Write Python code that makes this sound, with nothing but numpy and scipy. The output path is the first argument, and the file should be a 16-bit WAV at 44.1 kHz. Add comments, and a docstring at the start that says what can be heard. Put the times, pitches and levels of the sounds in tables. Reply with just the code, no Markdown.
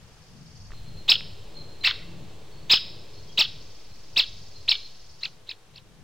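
"""Rumble, a drone, a faint moan and leaf hiss, all shaped noise, lie under a small bird already trilling in
V-shaped tones. Dry ticks ring, and a far bird peeps in thin, hoarse sine whistles. A woodpecker close by gives
nine sharp arched calls, the last three from further off: three partials each, with a band of noise around them
and dull overload pops. Calls and peeps echo in the trees through decaying noise. Faint low notes, perhaps a
stag far off, are sines too, and a second trill follows."""
import sys
import numpy as np
from scipy import signal
from scipy.fft import rfft, irfft
from scipy.io import wavfile
from scipy.ndimage import uniform_filter1d, map_coordinates

SR = 44100
rng = np.random.default_rng(int(sys.argv[2]) if len(sys.argv) > 2 else 0)


def ratio(d):
    """dB to gain"""
    e = np.asarray(d, float) / 20
    return 10 ** e


def waveform_to_disk(signal):
    """Save audio, clipped to [-1, 1], as 16-bit WAV at the path in sys.argv[1]."""
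    frames = np.transpose(np.atleast_2d(signal))
    scaled = np.clip(frames, -1, 1) * 32767
    samples = np.round(scaled).astype(np.int16)
    wavfile.write(sys.argv[1], SR, samples)


N = 266011
t = np.arange(N) / SR


def level(x, db):
    """Scale to an rms level."""
    return x * ratio(db) / np.sqrt(np.mean(x ** 2))


def curve(points, x, **ends):
    """Read a two-column table at x, joining its points by straight lines."""
    return np.interp(x, *np.transpose(points), **ends)


def colour(x, points):
    """Filter by (f/Hz, level/dB) points joined on a log frequency axis."""
    hz, db = np.transpose(points)
    f = np.arange(N // 2 + 1) * SR / N + 1
    gain_db = np.interp(np.log(f), np.log(hz), db, left=-99, right=-99)
    return irfft(rfft(x) * ratio(gain_db), N)


def noise(points):
    """Coloured noise of rms 1."""
    return level(colour(rng.standard_normal(N), points), 0)


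def walk(rate):
    """Random levels held 1 / rate s and slewed twice; spread near 1."""
    hold = int(SR / rate)
    steps = np.repeat(rng.standard_normal(N // hold + 1), hold)
    return 1.3 * uniform_filter1d(uniform_filter1d(steps, hold), hold)[:N]


def smooth(x, s):
    """Round the corners of a curve."""
    return uniform_filter1d(x, max(int(s * SR), 1))


def tone(hz, db, multiple=1):
    """A sine that follows pitch and rms level curves."""
    return np.sqrt(2) * ratio(db) * np.sin(2 * np.pi * multiple * np.cumsum(hz) / SR)


def spread(points, side_db, lean_db=0.):
    """Noise shared by both channels plus a part of opposite sign in each, leaning left."""
    pair = noise(points) + ratio(side_db) * noise(points) * np.array([[1], [-1]])
    return pair * ratio(np.array([[lean_db], [-lean_db]]) / 2)


# spectra of the deepest noise, the rumble and the drone: f/Hz, relative level per Hz/dB
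DEEP = [(12, 5.5), (25, 6), (50, 2), (75, -31)]
RUMBLE = [(45, -21.5), (65, -4), (85, -3), (105, 3), (125, -5.5), (150, -23)]
DRONE = [(110, -26.5), (135, -1), (170, -6.5), (230, -14), (400, -36)]
# the far rumble swells and fades: t/s, level/dB
RUMBLE_LEVEL = [(0.0, -58), (0.2, -57), (0.72, -48), (1.93, -52), (2.25, -48), (2.57, -53), (3.44, -55),
                (3.91, -57), (4.25, -57), (4.32, -55), (4.95, -61), (5.24, -60), (5.57, -63), (6.03, -56)]


def rumble_and_drone():
    """Three low noise bands throb at random; the drone swells a little more steeply than the rumble."""
    swell_db = curve(RUMBLE_LEVEL, t)
    deep = spread(DEEP, -11, lean_db=-0.5) * ratio(-1.5 + 2.0 * walk(9.8))
    rumble = spread(RUMBLE, -11, lean_db=4.0) * ratio(3.8 * walk(8.3))
    # 1.15 dB of drone per dB of rumble, pivoting about a rumble of -55 dB
    drone_db = -3 - 55 + 1.15 * (swell_db + 55)
    drone = spread(DRONE, -8.5, lean_db=5.5) * ratio(drone_db + 3.7 * walk(8.8))
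    return (deep + rumble) * ratio(swell_db) + drone


# resonances of the moan: f/Hz, width/Hz, relative level/dB
MOAN = [(325.3, 71, -1.5), (429, 86, -0.5), (572, 140, -5.5)]
# the moan comes and goes, ahead of its random waver: t/s, level/dB
MOAN_LEVEL = [(0.0, -66), (0.65, -63), (0.94, -57), (2.1, -55), (2.48, -58), (2.87, -56), (3.93, -63),
              (4.7, -63), (5.34, -67), (6.03, -67)]


def moan():
    """Noise through three resonances standing on a flat floor, slowly wavering."""
    hz = np.geomspace(150, 1200, 200)
    shape = sum(ratio(db) / (1 + (2 * (hz - f) / width) ** 2) for f, width, db in MOAN)
    points = np.transpose([hz, 20 * np.log10(shape + 0.25)])
    return spread(points, -12.5, lean_db=1.) * ratio(curve(MOAN_LEVEL, t) + 1.9 * walk(4))


# spectra of the leaves and of the finest hiss: f/Hz, relative level per Hz/dB
LEAVES = [(290, -35.5), (500, -8.5), (545, -18.5), (729, -11), (1320, -13), (2260, -14), (3020, -12.5),
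          (4280, -14.5), (5880, -15), (16000, -33.5)]
AIR = [(6000, -21.5), (9000, 4), (13000, -5), (16000, -15)]
# t/s, level of the finest hiss/dB, gain on the leaves/dB
BREEZE = [(0, -98, 1.5), (.6, -94, 1), (0.801, -76, 1), (2, -80.5, 2), (3.5, -78, 0.5), (4.8, -76.5, -0.5),
          (6.03, -80, -1.5)]


def leaf_hiss():
    """Leaves as wide noise plus a duller layer in the middle, with the finest hiss on top."""
    breeze_s, air_db, breeze_db = np.transpose(BREEZE)
    air = spread(AIR, -1) * ratio(np.interp(t, breeze_s, air_db))
    dull = [(f, db - 6 * np.log2(1 + (f / 2000) ** 2)) for f, db in LEAVES]
    leaves_db = -60.5  # ahead of the breeze
    leaves = level(spread(LEAVES, -1, lean_db=1.), leaves_db) + level(noise(dull), leaves_db - 5)
    return leaves * ratio(np.interp(t, breeze_s, breeze_db)) + air


# share of the near wood's hiss and of the converter's offset: t/s, share
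NEAR = [(0, 0.07), (.705, 0), (.71, 0.88), (4.85, 0.71), (5.2, 0.31), (5.6, .15), (6.03, 0)]
# spectrum of the near wood's hiss: f/Hz, relative level per Hz/dB
WOOD = [(200, -7), (600, -5.5), (1500, -15), (2500, -7), (4200, -4.5), (5500, -15.5), (8500, -16.5),
        (9000, -35)]


def near_wood():
    """Steady noise and a constant offset, faded together by one share curve."""
    share = curve(NEAR, t)
    return share * ratio(-59.5) * noise(WOOD), share * -0.013


# trills: t of the lowest point of the first note/s, notes per s at that point
TRILLS = [(-.01, 20.92), (2.715, 21.12)]
# each note falls, then shoots up: share of period, f/Hz, relative level/dB
NOTE = [(-.3, 6100, -20), (-.22, 5800, -2), (0, 4350, 0), (.1, 4900, -6), (.22, 6600, -3), (.3, 7400, -20)]
# one curve per trill, ahead of flicker and scatter: t/s, level/dB
TRILL_LEVEL = [
    [(0, -65), (.1, -65), (.4, -59), (.67, -53.5), (.69, -104)],
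    [(2.75, -84.5), (3.1, -57.5), (3.6, -55), (4.2, -53), (5.0, -53.5), (5.28, -54.5), (5.33, -96.5)],
]
TIRING = .031  # notes lost, times the cube of the seconds sung


def trill():
    """Quick V-shaped notes that slow down, reaching the two channels by unlike paths."""
    share, note_hz, note_db = np.transpose(NOTE)
    out = np.zeros(N)
    for (first_s, rate), points in zip(TRILLS, TRILL_LEVEL):
        sung_s = t - first_s
        place = (rate * sung_s - TIRING * sung_s ** 3 + .5) % 1 - .5
        db = np.interp(place, share, note_db, left=-60, right=-60)
        db = db + curve(points, t, left=-150, right=-150)
        out += tone(np.interp(place, share, note_hz), db + 2.2 * walk(25))
    scatter = rng.standard_normal((2, SR // 4)) * ratio(-29 - 60 * t[:SR // 4] / .4)
    scatter[0, 0], scatter[1, 2] = .95, .75  # direct paths, the right two samples later
    return signal.fftconvolve(out[None], scatter, axes=1)[:, :N]


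# dry ticks, ahead of half_rate(): t/s, starting level of the ring/dB, f/Hz
TICKS = [(0.7062, -40, 1220), (0.7194, -34.5, 1840), (0.7356, -39.5, 1180), (1.2083, -26.5, 2540)]


def ticks():
    """Short rings of dry wood: sines dying away within milliseconds."""
    out, age = np.zeros(N), t[:SR // 50]
    for s, db, hz in TICKS:
        out[int(s * SR):][:len(age)] += ratio(db) * np.exp(-age / 0.00088) * np.sin(2 * np.pi * hz * age)
    return out


# a whistle scoops up to pitch and sags again: share of length, share of pitch
SCOOP = [(0, .975), (.4, 1), (1, .985)]


def whistles(notes, hoarse_db, rate):
    """Thin tones, made hoarse by the distance: pitch and level waver at random."""
    out, wobble = np.zeros(N), 1 + .011 * walk(rate)
    for start, length, pitch_hz, db in notes:
        share = (t - start) / length
        hz = pitch_hz * curve(SCOOP, share) * wobble
        out += tone(hz, db) * np.sin(np.pi * np.clip(share, 0, 1)) ** .5
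    return out * ratio(hoarse_db * walk(rate))


# far bird, ahead of waver and half_rate(): t/s, length/s, f/Hz, level/dB
PEEPS = [(.72, .1, 4170, -66), (.82, .11, 4220, -62), (.92, .16, 4200, -63), (1.545, .07, 4230, -51),
         (1.62, .17, 4200, -64), (1.805, .03, 4150, -54), (2.512, .035, 4380, -59), (2.55, .14, 4450, -68),
         (3.13, .08, 4300, -60), (3.285, .035, 3300, -61), (3.88, .07, 4200, -67), (4.535, .065, 4230, -59),
         (4.79, .075, 4200, -54)]


def far_bird():
    """Short peeps as whistles with a fast waver."""
    return whistles(PEEPS, hoarse_db=3.5, rate=300)


# calls: t of the top of the arch/s, top f/Hz, effort/dB, squareness (0 round, 1 square, more overshoots),
# dip of the second partial at the top/dB
WOODPECKER = [(1.104, 2633, -16, 1.0, -3), (1.859, 2729, -17.5, 1.5, -18), (2.7205, 2620, -14.5, 0.0, -5),
              (3.3987, 2740, -16, 0.0, -7), (4.185, 2720, -16.5, 0.0, -12), (4.702, 2740, -16.5, .9, -17),
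              (5.243, 2770, -27, .7, -23), (5.502, 2650, -32, .7, -17), (5.7685, 2740, -46, .7, -14)]
# how each call reaches the listener as the head turns, and how loud its band of noise is: # fundamental/dB,
# noise band/dB, third partial/dB, echo from a trunk/dB, scatter in the trees/dB
FACING = [(-8, -8.5, 0.5, -12, -7), (-4.5, -10, -10, -7, -2), (-6, -8, 1.5, -9, -3.5),
          (-6.5, -10, -1, -13, -7), (-6.5, -12, -1.5, -14.5, -7.5), (-18, -14, -4, -13, -6.5),
          (-9, -12, -19, -35, -16), (-11, -11, -17, -29, -16), (-11, -6, -16, -39, -23)]
# the arch of a close call: t from the top/s, round share of top pitch, round level/dB,
# square share of top pitch, square level/dB
ARCH = [(-.024, .45, -10, .39, -20), (-.018, .56, -8, .51, -12), (-.014, .69, -3, .68, -5),
        (-.0095, .74, 0, .77, 1), (-.006, .91, 0, .93, -1), (0, 1, 0, 1, 0), (.006, .93, 0, .96, 0),
        (.011, .8, 1, .87, -3), (.016, .64, 1, .61, 1), (.021, .56, -5, .44, -5), (.027, .48, -6, .42, -9)]
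# the throat passes the first and second partials by where they lie: f/Hz, level/dB
FIRST = [(1200, -36), (1600, -24), (2000, -13), (2400, -4), (2700, 0)]
SECOND = [(1500, -26), (2250, -16), (2650, -2), (3000, 0)]
# the deeper the dip, the further down both partials are heard: dip/dB, share of the throat's loss
THROAT_LOSS = [(-18, .33), (-12, 1)]
# third partial against the call's effort, by where it lies: f/Hz, level/dB
THIRD = [(2500, -10), (3600, -4), (4500, -20.5), (6000, -27.5), (8000, -19.5)]
# band of noise around each call: f/Hz, relative level per Hz/dB
CALL_NOISE = [(60, -24), (400, -20.5), (900, -6.5), (2000, -9), (4000, 7), (5500, -17), (5900, -13.5),
              (8000, -19.5), (8600, -50.5)]
# distant calls lose the low ends of the arch: rising level/dB, falling level/dB
ENDS_DB = (-50, -6)
CLOSE_DB, DISTANT_DB = -18, -23  # a call turns from close to distant between these efforts
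DISTANT_LENGTH = .9  # share of a close call's length
ENDS_SHARE, DIP_FROM = .74, .8  # shares of top pitch: the ends begin below, the dip sets in above
CALL_NOISE_S = 0.019  # span over which the noise evens out


def woodpecker():
    """Three partials on an arched pitch, with a band of noise around them; returns the calls and their trunk
    and tree feeds."""
    call = np.searchsorted([c[0] - .07 for c in WOODPECKER[1:]], t)  # which call sounds at each moment
    top_s, top_hz, call_db, square, dip_db = np.transpose(WOODPECKER)[:, call]
    first_db, noise_db, third_db, trunk_db, scatter_db = np.transpose(FACING)[:, call]
    arch_s, *arch = np.transpose(ARCH)
    closed = curve(THROAT_LOSS, dip_db)
    far = np.clip((CLOSE_DB - call_db) / (CLOSE_DB - DISTANT_DB), 0, 1)
    since = (t - top_s) / (1 - far * (1 - DISTANT_LENGTH))
    # the pitch bends smoothly through its points
    place = np.interp(since, arch_s, np.arange(len(ARCH)))
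    arch = np.array([map_coordinates(a, [place], order=3, mode="nearest") for a in arch])
    share, db = arch[:2] + square * (arch[2:] - arch[:2])
    hz = top_hz * share * (1 + .008 * walk(400))
    # each call fades quickly beyond the ends of its arch
    gate_s = [arch_s[0] - .001, arch_s[0], arch_s[-1], arch_s[-1] + .012]
    db = db + np.interp(since, gate_s, [-70, 0, 0, -70])
    ends_db = far * np.where(since < 0, *ENDS_DB) * np.clip(6 * (ENDS_SHARE - share), 0, 1)
    db = smooth(call_db + db + ends_db, 0.0013)
    first_db = db + first_db + curve(FIRST, top_hz * share) * closed
    db = db + dip_db * np.clip((share - DIP_FROM) / (1 - DIP_FROM), 0, 1)
    second_db = db + curve(SECOND, 2 * top_hz * share) * closed
    effort = np.sqrt(ratio(first_db) ** 2 + ratio(db) ** 2)
    first = tone(hz, first_db)
    second = tone(hz, second_db + 2.0 * walk(300), multiple=2)
    third = ratio(third_db) * effort * tone(hz, curve(THIRD, 3 * hz), multiple=3)
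    # the noise sets in at once with the call and evens out its dips
    onset = np.clip(effort / ratio(-54), 0, 1) ** .5
    noise_level = np.sqrt(smooth(effort ** 2, CALL_NOISE_S) + 1e-12) * onset
    # faint noise swells around the distant calls, beginning before them
    slow_noise_level = np.sqrt(smooth(smooth(effort ** 2, 0.044), .012) + 1e-12)
    noise_level = np.maximum(noise_level, far * slow_noise_level)
    calls = first + second + third + ratio(noise_db) * noise_level * noise(CALL_NOISE)
    return calls, calls * ratio(trunk_db), calls * ratio(scatter_db)


# dull pops during the loud calls, as from overload, ahead of half_rate(): t/s, peak level/dB
POPS = [(1.095, -28.5), (1.1, -26.5), (1.119, -25), (1.85, -45), (2.709, -28), (2.737, -16.5),
        (3.388, -25.5), (3.393, -24), (3.407, -42), (4.174, -24), (4.197, -31.5), (4.695, -32.5)]
POP_S = 0.0002


def overload_pops():
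    """One-sided bell-shaped pushes during the loud calls, as from overload."""
    return sum(ratio(db) * np.exp(-((t - s) / POP_S) ** 2) for s, db in POPS)


# what comes back from the trees: f/Hz, level/dB
TREES = [(300, -29.5), (1500, -1), (2500, -6), (4000, -3), (5400, -1.5), (6000, -4), (8400, -15),
         (9000, -61)]
TRUNK_S, TRUNK_SPREAD_S = .0365, .0012  # delay and blur of the trunk's answer
TAIL_T60_S, FAR_DB, FAR_T60_S = 0.19, -18.5, 1.03  # quick scatter; level against it and decay of the tail


def trees(trunk_feed, scatter_feed):
    """One clear answer from a trunk, a quick scatter and a long faint tail."""
    age = t[:2 * SR]
    trunk = np.exp(-((age - TRUNK_S) / TRUNK_SPREAD_S) ** 2)
    tails = ratio(-60 * age / TAIL_T60_S) + ratio(FAR_DB - 60 * age / FAR_T60_S)
    scatter = tails * np.clip(age / 0.0023, 0, 1)
    # single trees stand out of the scatter
    scatter = scatter * ratio(1.5 * walk(200)[:len(age)])
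    out = 0
    for feed, shape in ((trunk_feed, trunk), (scatter_feed, scatter)):
        answer = shape * rng.standard_normal(len(age))
        out = out + signal.fftconvolve(feed, answer / np.sqrt(np.sum(answer ** 2)))[:N]
    return colour(out, TREES)


# faint notes, perhaps a stag far off, ahead of their waver: t/s, length/s, f/Hz, level/dB
LOW_NOTES = [(1.98, .17, 172, -51), (1.95, .35, 338, -61), (3.05, .4, 425, -64), (4.25, .7, 425, -66)]


def low_notes():
    """Low whistled tones with a slower waver."""
    return whistles(LOW_NOTES, hoarse_db=3.0, rate=25)


CEILING = .45  # amplitude that rounded peaks approach, ahead of the filter
MIRROR_DB, MIRROR_HZ, MIRROR_TOP_HZ = -3.5, 13600, 15900


def half_rate(x):
    """A converter at half the rate: rounded peaks, and a weak smoothing filter passes the treble's mirror image."""
    rounded = CEILING * np.tanh(x / CEILING)
    x = colour(rounded, [(1, 6), (8500, 1.5), (9000, -23.5), (11000, -23.5), (11020, -107)])
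    image = x * (-1.) ** np.arange(N)  # flips the spectrum about SR / 4
    edges = [(MIRROR_HZ, -30), (1.03 * MIRROR_HZ, 0), (MIRROR_TOP_HZ, 0), (1.02 * MIRROR_TOP_HZ, -30)]
    return x + ratio(MIRROR_DB) * colour(image, edges)


def scene():
    """The near wood and low notes reach both channels alike; trill and background are wide."""
    background = rumble_and_drone() + moan() + leaf_hiss()
    wood_hiss, offset = near_wood()
    peeps = far_bird()
    calls, trunk_feed, scatter_feed = woodpecker()
    echoes = trees(trunk_feed, scatter_feed + ratio(3) * peeps)
    near = wood_hiss + ticks() + peeps + calls + overload_pops() + echoes
    return half_rate(near) + offset + trill() + low_notes() + background


def band_limit(x):
    """A steep low-pass at the top of the band."""
    return signal.sosfilt(signal.butter(12, 16640, fs=SR, output="sos"), x)


def record(dry):
    """Give the finished mix its last treatment."""
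    return band_limit(dry)


dry = scene()
out = record(dry)
waveform_to_disk(out)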